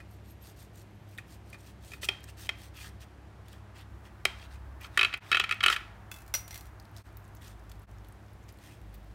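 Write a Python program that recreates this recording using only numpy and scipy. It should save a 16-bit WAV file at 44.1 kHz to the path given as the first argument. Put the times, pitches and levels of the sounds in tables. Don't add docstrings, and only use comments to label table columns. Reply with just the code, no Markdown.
import sys
import numpy as np
from scipy import signal
from scipy.fft import rfft, irfft, next_fast_len
from scipy.io import wavfile
from scipy.ndimage import uniform_filter1d

SR = 44100
rng = np.random.default_rng(int(sys.argv[2]) if len(sys.argv) > 2 else 0)


def wav_out(sig):
    wavfile.write(sys.argv[1], SR, np.round(np.clip(np.atleast_2d(sig).T, -1, 1) * 32767).astype(np.int16))


def undo_db(level):
    steps = np.asarray(level, float) / 20
    return 10 ** steps


N = 403074

# pitch_hz, relative_density_db
ROOM_SPECTRUM = [(18, -55), (30, -41.5), (48, -19.5), (103, -6.5), (127, -11.5), (204, -17), (262, -21),
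                 (311, -16), (473, -24.5), (684, -22), (1670, -27.5), (2610, -35.5), (4420, -42.5),
                 (13000, -53.5), (16000, -62)]
# time_s, level_db
DRONE_LEVEL = [(0, -52.5), (1.14, -67), (1.37, -53.5), (4.27, -53.5), (4.73, -44), (5.06, -63.5),
               (6.16, -54), (9.14, -59.5)]
# pitch_hz, t60_s
KITCHEN_DECAY = [(300, 0.29), (1500, 0.55), (4000, 0.29), (12000, 0.34)]
# start_s, relative_level_db, puff_centre_hz
CRUST_TICKS = [(0.1106, -55, 10600), (1.1775, -39, 3600), (1.5005, -49, 9100), (2.2044, -47, 3180),
               (2.2314, -45, 4400), (2.24, -36, 1800), (2.2409, -43, 6940), (2.468, -39, 2950),
               (3.0066, -51, 4300), (3.483, -42, 3690), (3.5297, -40.5, 3060), (4.811, -40, 2300),
               (4.8324, -45, 3110), (5.0683, -44, 3400), (5.174, -39, 3010), (5.5426, -39.5, 3157),
               (6.7986, -43, 5360), (6.8528, -51, 4530), (6.9648, -38.5, 4420), (6.9724, -44, 6240),
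               (6.982, -45, 5280), (7.17, -41, 13200), (7.3495, -44, 13200), (7.3692, -49, 5940),
               (7.4205, -42.5, 3110), (7.4794, -45, 6170), (7.695, -44, 1400), (7.6975, -50, 6200),
               (7.716, -37.5, 4030), (8.0461, -48.5, 3700), (8.085, -49, 11500), (8.1225, -50, 8060),
               (8.4896, -45, 5450), (8.524, -49, 12000), (8.587, -48, 3580), (8.8144, -51, 3260),
               (8.9426, -45, 12900)]
# start_s, relative_level_db, low_mode_gain_db
COUNTER_TOUCHES = [(6.1148, -22.5, 7), (6.1215, -30, -2), (6.1409, -30, 3), (6.1614, -33, 3),
                   (6.171, -39, -10), (6.186, -35, -2), (6.205, -41, -15), (6.219, -37, -15),
                   (6.2634, -42, -20), (6.2787, -35.5, -33), (6.3394, -10, -0.5), (6.3492, -10.5, -20),
                   (6.479, -27.5, -28), (6.508, -26, -6), (6.5273, -31, 22), (6.543, -24.5, -13),
                   (6.5566, -25.5, -8.5), (6.5764, -27, -20), (6.6084, -31.5, -23), (6.6554, -38, -23),
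                   (6.667, -42, -24)]
# pitch_hz, level_db, t60_s, lying_down_gain_db
BLADE_MODES = [(2093, -3, 0.076, 7.5), (2630, 4.5, 0.036, -7), (3440, 2, 0.048, -4), (4280, -11, 0.06, 7),
               (5080, -8, 0.035, 2), (5820, -15.5, 0.12, 14), (6200, -17, .04, 3), (6960, -13, .07, -15),
               (8900, -27, 0.04, -3), (11850, -21.5, 0.1, 9), (14100, -4, 0.012, 3), (1530, 0, 0.026, -7),
               (826, -6, 0.012, 1)]
# start_s, length_s, relative_level_db
GLOVE_RUBS = [(6.49, 0.13, -62), (6.93, 0.18, -67), (7.4, 0.15, -61), (7.68, 0.096, -75),
              (8.48, 0.038, -65), (8.59, 0.21, -64.5), (8.93, 0.041, -68)]
# start_s, length_s, relative_level_db
KNIFE_STROKES = [(.07, 0.12, -72), (.23, 0.12, -67.5), (.4, 0.14, -61), (.55, 0.12, -62),
                 (.73, 0.11, -62.5), (1.06, 0.14, -68), (1.26, 0.12, -63.5), (1.44, .13, -67.5),
                 (1.57, 0.063, -65.5), (1.62, 0.11, -63), (1.8, 0.2, -60), (2.012, 0.056, -43.5),
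                 (2.27, 0.046, -57.5), (2.36, .125, -53.5), (2.55, 0.15, -61), (2.73, 0.18, -54.5),
                 (2.995, 0.056, -60.5), (3.44, 0.16, -68.5), (3.74, 0.097, -64), (4.03, 0.064, -68.5),
                 (4.36, 0.12, -66), (4.49, 0.087, -67.5), (4.8, 0.081, -59.5), (4.9, 0.22, -67),
                 (5.22, 0.12, -65.5), (5.69, 0.063, -45.5)]
# pitch_hz, relative_density_db
RASP_SPECTRUM = [(1470, -21), (2500, 3), (4270, 6), (5560, 6), (7420, 4), (8800, 7), (10500, -1),
                 (12800, 2.5), (16000, -3)]
# start_s, level_db, relative_treble_db, favoured_pitch_hz
TRAY_CATCHES = [(.002, -41.5, -64, 1730), (1.1833, -30, -51, 2380), (1.5288, -37, -55, 2360),
                (1.543, -40.5, -69, 1740), (1.917, -37.5, -54, 2400), (1.934, -33, -61, 2450),
                (2.031, -29, -48, 3600), (2.0869, -13, -31, 2560), (2.112, -43, -66, 3180),
                (2.4907, -17.5, -37.5, 2090), (4.2523, -10, -24, 2070), (4.8438, -35, -60, 1400),
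                (4.974, -10, -28, 1900), (4.9914, -10, -39, 2590), (5.011, -11, -40, 2500),
                (5.03, -13, -36, 2670), (5.047, -12, -38, 2620), (5.127, -29, -62, 2530),
                (5.138, -20.5, -41, 2210), (5.3153, -13.5, -34, 3100), (5.3267, -11, -49.5, 2566),
                (5.3454, -11, -46, 2630), (5.354, -17, -45.5, 2570), (5.3694, -13, -38.5, 2695),
                (5.3974, -13, -31.5, 3025), (5.411, -21, -55, 2840), (5.439, -19, -41.5, 2570),
                (5.4918, -23.5, -44.5, 2280), (5.5102, -14.5, -38.5, 2480), (5.5227, -18, -40.5, 2250),
                (5.6055, -20, -51.5, 3150), (5.6295, -20, -41, 1390), (5.6364, -9.5, -31.5, 3150),
                (5.6487, -22, -56, 2542), (5.661, -7, -26.5, 2840), (5.681, -9.5, -34, 3200),
                (5.6995, -11.5, -31, 1314), (5.7255, -16.5, -35, 3000), (5.762, -20, -39, 2800)]
# pitch_hz, level_db, t60_s, flat_blade_gain_db, light_touch_gain_db
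TRAY_MODES = [(387, -26.5, 0.076, 5, 7), (675, -18.5, 0.011, 15.5, -3), (1175, -11.5, 0.036, -1, 4),
              (1330, -4, 0.024, -5.5, 5), (1425, -9.5, 0.046, -3.5, 0), (1755, -2, 0.0137, -10.5, 12),
              (1900, -2, 0.012, -2, 8), (2085, -10, 0.021, 6.5, -4), (2300, -2.5, 0.014, 0.5, -4),
              (2450, -13.5, 0.037, 1, 14), (2560, -2, 0.024, 0.5, -5.5), (2906, -5, 0.0086, 4, -20),
              (3080, -2.5, 0.013, -2, -3), (3200, -2.5, 0.019, 5.5, -11), (3650, -16.5, 0.026, 6, 3),
              (3894, -7.5, 0.018, -1, -3.5), (4450, -12.5, 0.02, -4, 5), (800, -23.5, 0.02, 11, -8),
              (1060, -21.5, .02, 4, -5), (4890, -15.5, 0.01, 6, -2), (5395, -15.5, 0.013, 9.5, -7)]
# centre_s, half_length_s
LEVEL_DIPS = [(5.201, 0.026), (7.034, 0.033), (7.864, 0.027)]

GRIT_LIGHT, GRIT_HARD = .8, .35
DETUNE = .012
SPOT_SCATTER_DB = 2


def evened(x):
    return x / np.sqrt(np.mean(x ** 2) + 1e-20)


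def read(points, hz):
    f, value = np.transpose(points)
    return np.interp(np.log(hz + 1), np.log(f + 1), value)


def curve(rows):
    s, *columns = np.transpose(rows)
    return [np.interp(np.arange(N) / SR, s, c) for c in columns]


def add(mix, start_s, sound):
    part = mix[round(start_s * SR):][:len(sound)]
    part += sound[:len(part)]


def coloured(x, points):
    size = next_fast_len(len(x))
    gain = undo_db(read(points, np.fft.rfftfreq(size, 1 / SR)))
    return evened(irfft(rfft(x, size) * gain, size)[:len(x)])


def band(x, lo_hz, hi_hz):
    edges_hz = [lo_hz, min(hi_hz, .49 * SR)]
    return signal.sosfilt(signal.butter(2, edges_hz, "band", fs=SR, output="sos"), x)


def fuzzy(hz, width_hz):
    r = np.exp(-np.pi * width_hz / SR)
    noise = rng.standard_normal(N) + 1j * rng.standard_normal(N)
    slow = signal.lfilter([1], [1, -2 * r, r * r], noise)
    return evened((slow * np.exp(2j * np.pi * hz * np.arange(N) / SR)).real)


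def strike(modes, gains_db, contact_ms, ring_db=-99, ring_t60_s=.1, grit=GRIT_HARD, detune=DETUNE):
    t = np.arange(SR // 4) / SR
    hz, db, t60_s = np.transpose(modes)[:, :, None]
    u = t[:1500] * 1000 / max(contact_ms, .2)
    push = np.exp(-u ** 2) + 3.5 * np.exp(-8 * u)
    a, b = rng.standard_normal((2, len(hz), 1500))
    rough = (a + 1j * b) * push / np.linalg.norm(push) / np.sqrt(2)
    drive = push / push.sum() + grit * rough
    swing = signal.fftconvolve(drive, undo_db(-60 * t / t60_s), axes=1)[:, :len(t)]

    tune, start = 1 + detune * rng.standard_normal(hz.shape), rng.random(hz.shape)
    spread, phase = rng.uniform(-0.85, 1, (2, 5, *hz.shape))
    neighbours = np.sin(2 * np.pi * hz * (1 + .08 * spread) * t + np.pi * phase).sum(0) / 2
    after_env = undo_db(ring_db - 60 * t / ring_t60_s * (0.5 + (hz / 5000) ** 2))
    after = neighbours * after_env * np.minimum(t * 1000 / contact_ms, 1)
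    ring = (swing * np.exp(2j * np.pi * (hz * tune * t + start))).real + after
    soft = (1 - np.exp(-t / .0004)) ** 2
    sound = (undo_db(db + gains_db[:, None]) * ring).sum(0) * soft
    return sound / np.sqrt(uniform_filter1d(sound[:2000] ** 2, 150).max() * 5)


def crack(decay_ms, lo_hz):
    t_ms = np.arange(0, 6 * decay_ms + 5, 1000 / SR)
    noise = rng.standard_normal(len(t_ms)) * np.exp(-t_ms / max(decay_ms, .2))
    return band(noise, lo_hz, 16700) / 2


def motion(rows, peak_share):
    out = np.zeros(N)
    for start_s, length_s, db in rows:
        u = np.linspace(0, 1, round(length_s * SR))
        angle = np.interp(u, [0, np.clip(peak_share, .05, .95), 1], [0, np.pi / 2, np.pi])
        add(out, start_s, undo_db(db) * np.sin(angle))
    return out


def patchy(x, patchy_db):
    z = signal.stft(x, nperseg=256)[2]
    patches = uniform_filter1d(rng.standard_normal(z.shape), size=3, axis=0)
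    patches = evened(uniform_filter1d(patches, size=14, axis=1))
    return evened(signal.istft(z * undo_db(patchy_db * patches), nperseg=256)[1][:N]) * x.std()


def room_tone():
    room_db, buzz_db = -57, -55
    rumble_db, rumble_db_per_s = -63, 1.17
    mids_low_db, mids_top_db, mids_top_s, mids_width_s = -4, 3.5, 5.7, 2.57
    hiss_db, hiss_rise_db, hiss_rise_s = -88, 9, 3.9
    t = np.arange(N) / SR
    air = coloured(rng.standard_normal(N), ROOM_SPECTRUM)
    air /= band(air, 153, 16400).std()
    swell = np.exp(-((t - mids_top_s) / mids_width_s) ** 2)
    mids_db = mids_low_db + (mids_top_db - mids_low_db) * swell
    air += band(air, 584, 2550) * (undo_db(mids_db) - 1)
    buzz = evened(np.sin(2 * np.pi * 101 * t) + .28 * fuzzy(102, 5.8) + .2 * fuzzy(201, 8))
    drone = evened(np.sin(2 * np.pi * 66.5 * t) + 0.3 * fuzzy(65, 18))
    rumble = undo_db(rumble_db + rumble_db_per_s * t) * fuzzy(53, 6.3)
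    hiss = evened(band(rng.standard_normal(N), 5360, 18120))
    hiss *= undo_db(hiss_db + hiss_rise_db * (t > hiss_rise_s))
    return hiss + undo_db(room_db) * air + undo_db(buzz_db) * buzz + undo_db(curve(DRONE_LEVEL)[0]) * drone + rumble


def kitchen(x):
    turn, out = 2 * np.pi * 9 * np.arange(N) / SR, np.zeros(N)
    for share in (np.cos(turn), np.sin(turn)):
        taps = np.zeros(SR)
        at = np.arange(200, SR - 20, 20)
        taps[at + rng.integers(0, 20, len(at))] = rng.choice([-1., 1.], len(at))
        hz, t, z = signal.stft(taps, SR, nperseg=256)
        decay = undo_db(-60 * t / read(KITCHEN_DECAY, hz)[:, None])
        tail = signal.istft(z * decay, SR, nperseg=256)[1]
        out += signal.fftconvolve(x * abs(share), tail / np.linalg.norm(tail))[:N]
    return out


def ticks():
    crumbs_per_s, weakest_crumb_db, lift_s = 25, -62, 6.7
    lifted_s = N / SR - lift_s
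    out, count = np.zeros(N), int(crumbs_per_s * lifted_s)
    when, size, pitch = rng.random((count, 3)).T
    crumb_db = weakest_crumb_db - 2.2 * np.log(1 - size)
    crumbs = np.c_[lift_s + when * lifted_s, crumb_db, 4000 * 3.3 ** pitch]
    for start_s, db, hz in [*CRUST_TICKS, *crumbs]:
        puff = crack(3.0, 800)
        sound = 0.44 * band(puff, 2500, 16000) + band(puff, hz / 1.21, hz * 1.29)
        add(out, start_s, undo_db(db + 5.5) * sound)
    return out


def clinks():
    lies_down_s = 6.3
    soft_share, damped_share = 0.17, 0.47
    out, modes = np.zeros(N), np.array(BLADE_MODES)[:, :3]
    hz, *_, down_db = np.transpose(BLADE_MODES)
    for start_s, db, low_db in COUNTER_TOUCHES:
        gains_db = (hz < 3800) * low_db + down_db * (start_s > lies_down_s)
        gains_db = gains_db + 2 * SPOT_SCATTER_DB * rng.standard_normal(len(hz))
        ring_db = db + soft_share * db - 7.5 + damped_share * min(low_db, 0)
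        ring = strike(modes, gains_db, 1.6, grit=GRIT_LIGHT, detune=DETUNE / 4)
        add(out, start_s, undo_db(ring_db) * ring)
        add(out, start_s, undo_db(db - 8) * crack(3.4, 560))
        add(out, start_s, undo_db(db - 15) * crack(3, 12000))
        add(out, start_s, undo_db(db - 22) * crack(28, 780))
    return out


def singing_blade(t):
    sing_db, fade_db_per_s, until_s = -4, 6, 1.3
    broken = undo_db(5 * evened(uniform_filter1d(rng.standard_normal(N), 1200)))
    return undo_db(sing_db - fade_db_per_s * t) * fuzzy(12570, 90) * (t < until_s) * broken


def rubbing():
    dull_db, deeper_db_per_s, dullest_db = -8.5, 4, 11
    glove_dull_db = 2
    idle_gain_db, idle_from_s = -74, .9
    t = np.arange(N) / SR
    slip_size = undo_db(5.2 * np.minimum(rng.exponential(1, (2, N)), 3.6))
    large = rng.random((2, N)) < 600 / SR
    slips = rng.standard_normal((2, N)) * (1 + slip_size * large)
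    bright = coloured(slips[0], RASP_SPECTRUM)
    bright /= band(bright, 3100, 17000).std()

    tray = strike(np.array(TRAY_MODES)[:, :3], np.zeros(len(TRAY_MODES)), .4, -14, .12)
    stirred = band(signal.oaconvolve(slips[1], tray)[:N], 1100, 6000)
    dull = evened(evened(band(slips[1], 950, 3900)) + 0.61 * evened(stirred))

    snags = undo_db(2.6 * evened(uniform_filter1d(rng.standard_normal((2, N)), 160)))
    bright = patchy(bright, patchy_db=1.8) * snags[0]
    dull = patchy(dull, patchy_db=3.5) * snags[1]
    singing = singing_blade(t)
    dull_gain = undo_db(np.minimum(dull_db + deeper_db_per_s * t, dullest_db))
    blade = motion(KNIFE_STROKES, 0.53) * (bright + dull_gain * dull + singing)
    blade += undo_db(idle_gain_db) * singing * (t > idle_from_s)
    gloves = motion(GLOVE_RUBS, 0.31) * (bright + undo_db(glove_dull_db) * dull)
    return blade + gloves


def thin_ring(spot_hz):
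    hz, level_db, t60_s, beat_hz = 3180, -15, 0.3, 60
    t = np.arange(SR // 3) / SR
    env = undo_db(level_db - 36 * np.log(hz / spot_hz) - 60 * t / t60_s) * np.minimum(t / .003, 1)
    return env * (1 + .5 * np.cos(2 * np.pi * beat_hz * t)) * np.sin(2 * np.pi * hz * t)


def knocks():
    flat_until_s = 4.5
    light_below_db = -25
    drag_below_db, drag_ms_per_db = -18, 0.63
    out, (hz, db, t60_s, flat_db, light_db) = np.zeros(N), np.transpose(TRAY_MODES)
    for start_s, level_db, treble_db, spot_hz in TRAY_CATCHES:
        flat = start_s < flat_until_s
        light = flat and level_db < light_below_db
        if flat:
            contact_ms, ring_db = 3.6 + drag_ms_per_db * max(drag_below_db - level_db, 0), -36
        else:
            contact_ms, ring_db = 5.16, -26.5
        gains_db = 5.6 * np.exp(-(np.log(hz / spot_hz) / 0.17) ** 2) + flat_db * flat + light_db * light
        gains_db = gains_db + SPOT_SCATTER_DB * rng.standard_normal(len(hz))
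        grit = GRIT_LIGHT if light else GRIT_HARD
        blow = strike(np.c_[hz, db, t60_s], gains_db, contact_ms, ring_db, 0.14, grit)
        add(out, start_s, undo_db(level_db) * blow)
        if flat and not light:
            add(out, start_s, undo_db(level_db) * thin_ring(spot_hz))
        crunch = band(crack(7.2, 1494), 1300, 4430)
        add(out, start_s, undo_db(level_db - 8.5) * crunch)
        rattle = band(crack(80, 500), 600 if flat else 1200, 3300)
        add(out, start_s, undo_db(level_db - 20) * rattle)
        bright = band(crack(0.84 * contact_ms, 3330), 2006, 11000 if flat else 10000)
        add(out, start_s, undo_db(treble_db + 9.5) * bright)
    return out


def scene():
    ringing, noisy = knocks(), clinks() + ticks() + rubbing()
    far = undo_db(-13) * noisy + undo_db(-18.5) * ringing
    return (ringing + noisy + kitchen(far) + room_tone())[None]


def roll_off(x):
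    return signal.sosfilt(signal.butter(12, 16640, fs=SR, output="sos"), x)


def record(dry):
    notch_hz, notch_share = 10470, 0.33
    heard = signal.sosfilt(signal.butter(4, 44, "high", fs=SR, output="sos"), dry)
    heard = signal.sosfilt(signal.butter(30, 15850, fs=SR, output="sos"), heard)
    heard = heard - notch_share * band(heard, notch_hz - 400, notch_hz + 400)
    t = np.arange(N) / SR
    dips = [np.clip(abs(t - centre_s) / half_s, .07, 1) for centre_s, half_s in LEVEL_DIPS]
    return roll_off(heard * np.prod(dips, 0))


dry = scene()
out = record(dry)
wav_out(out)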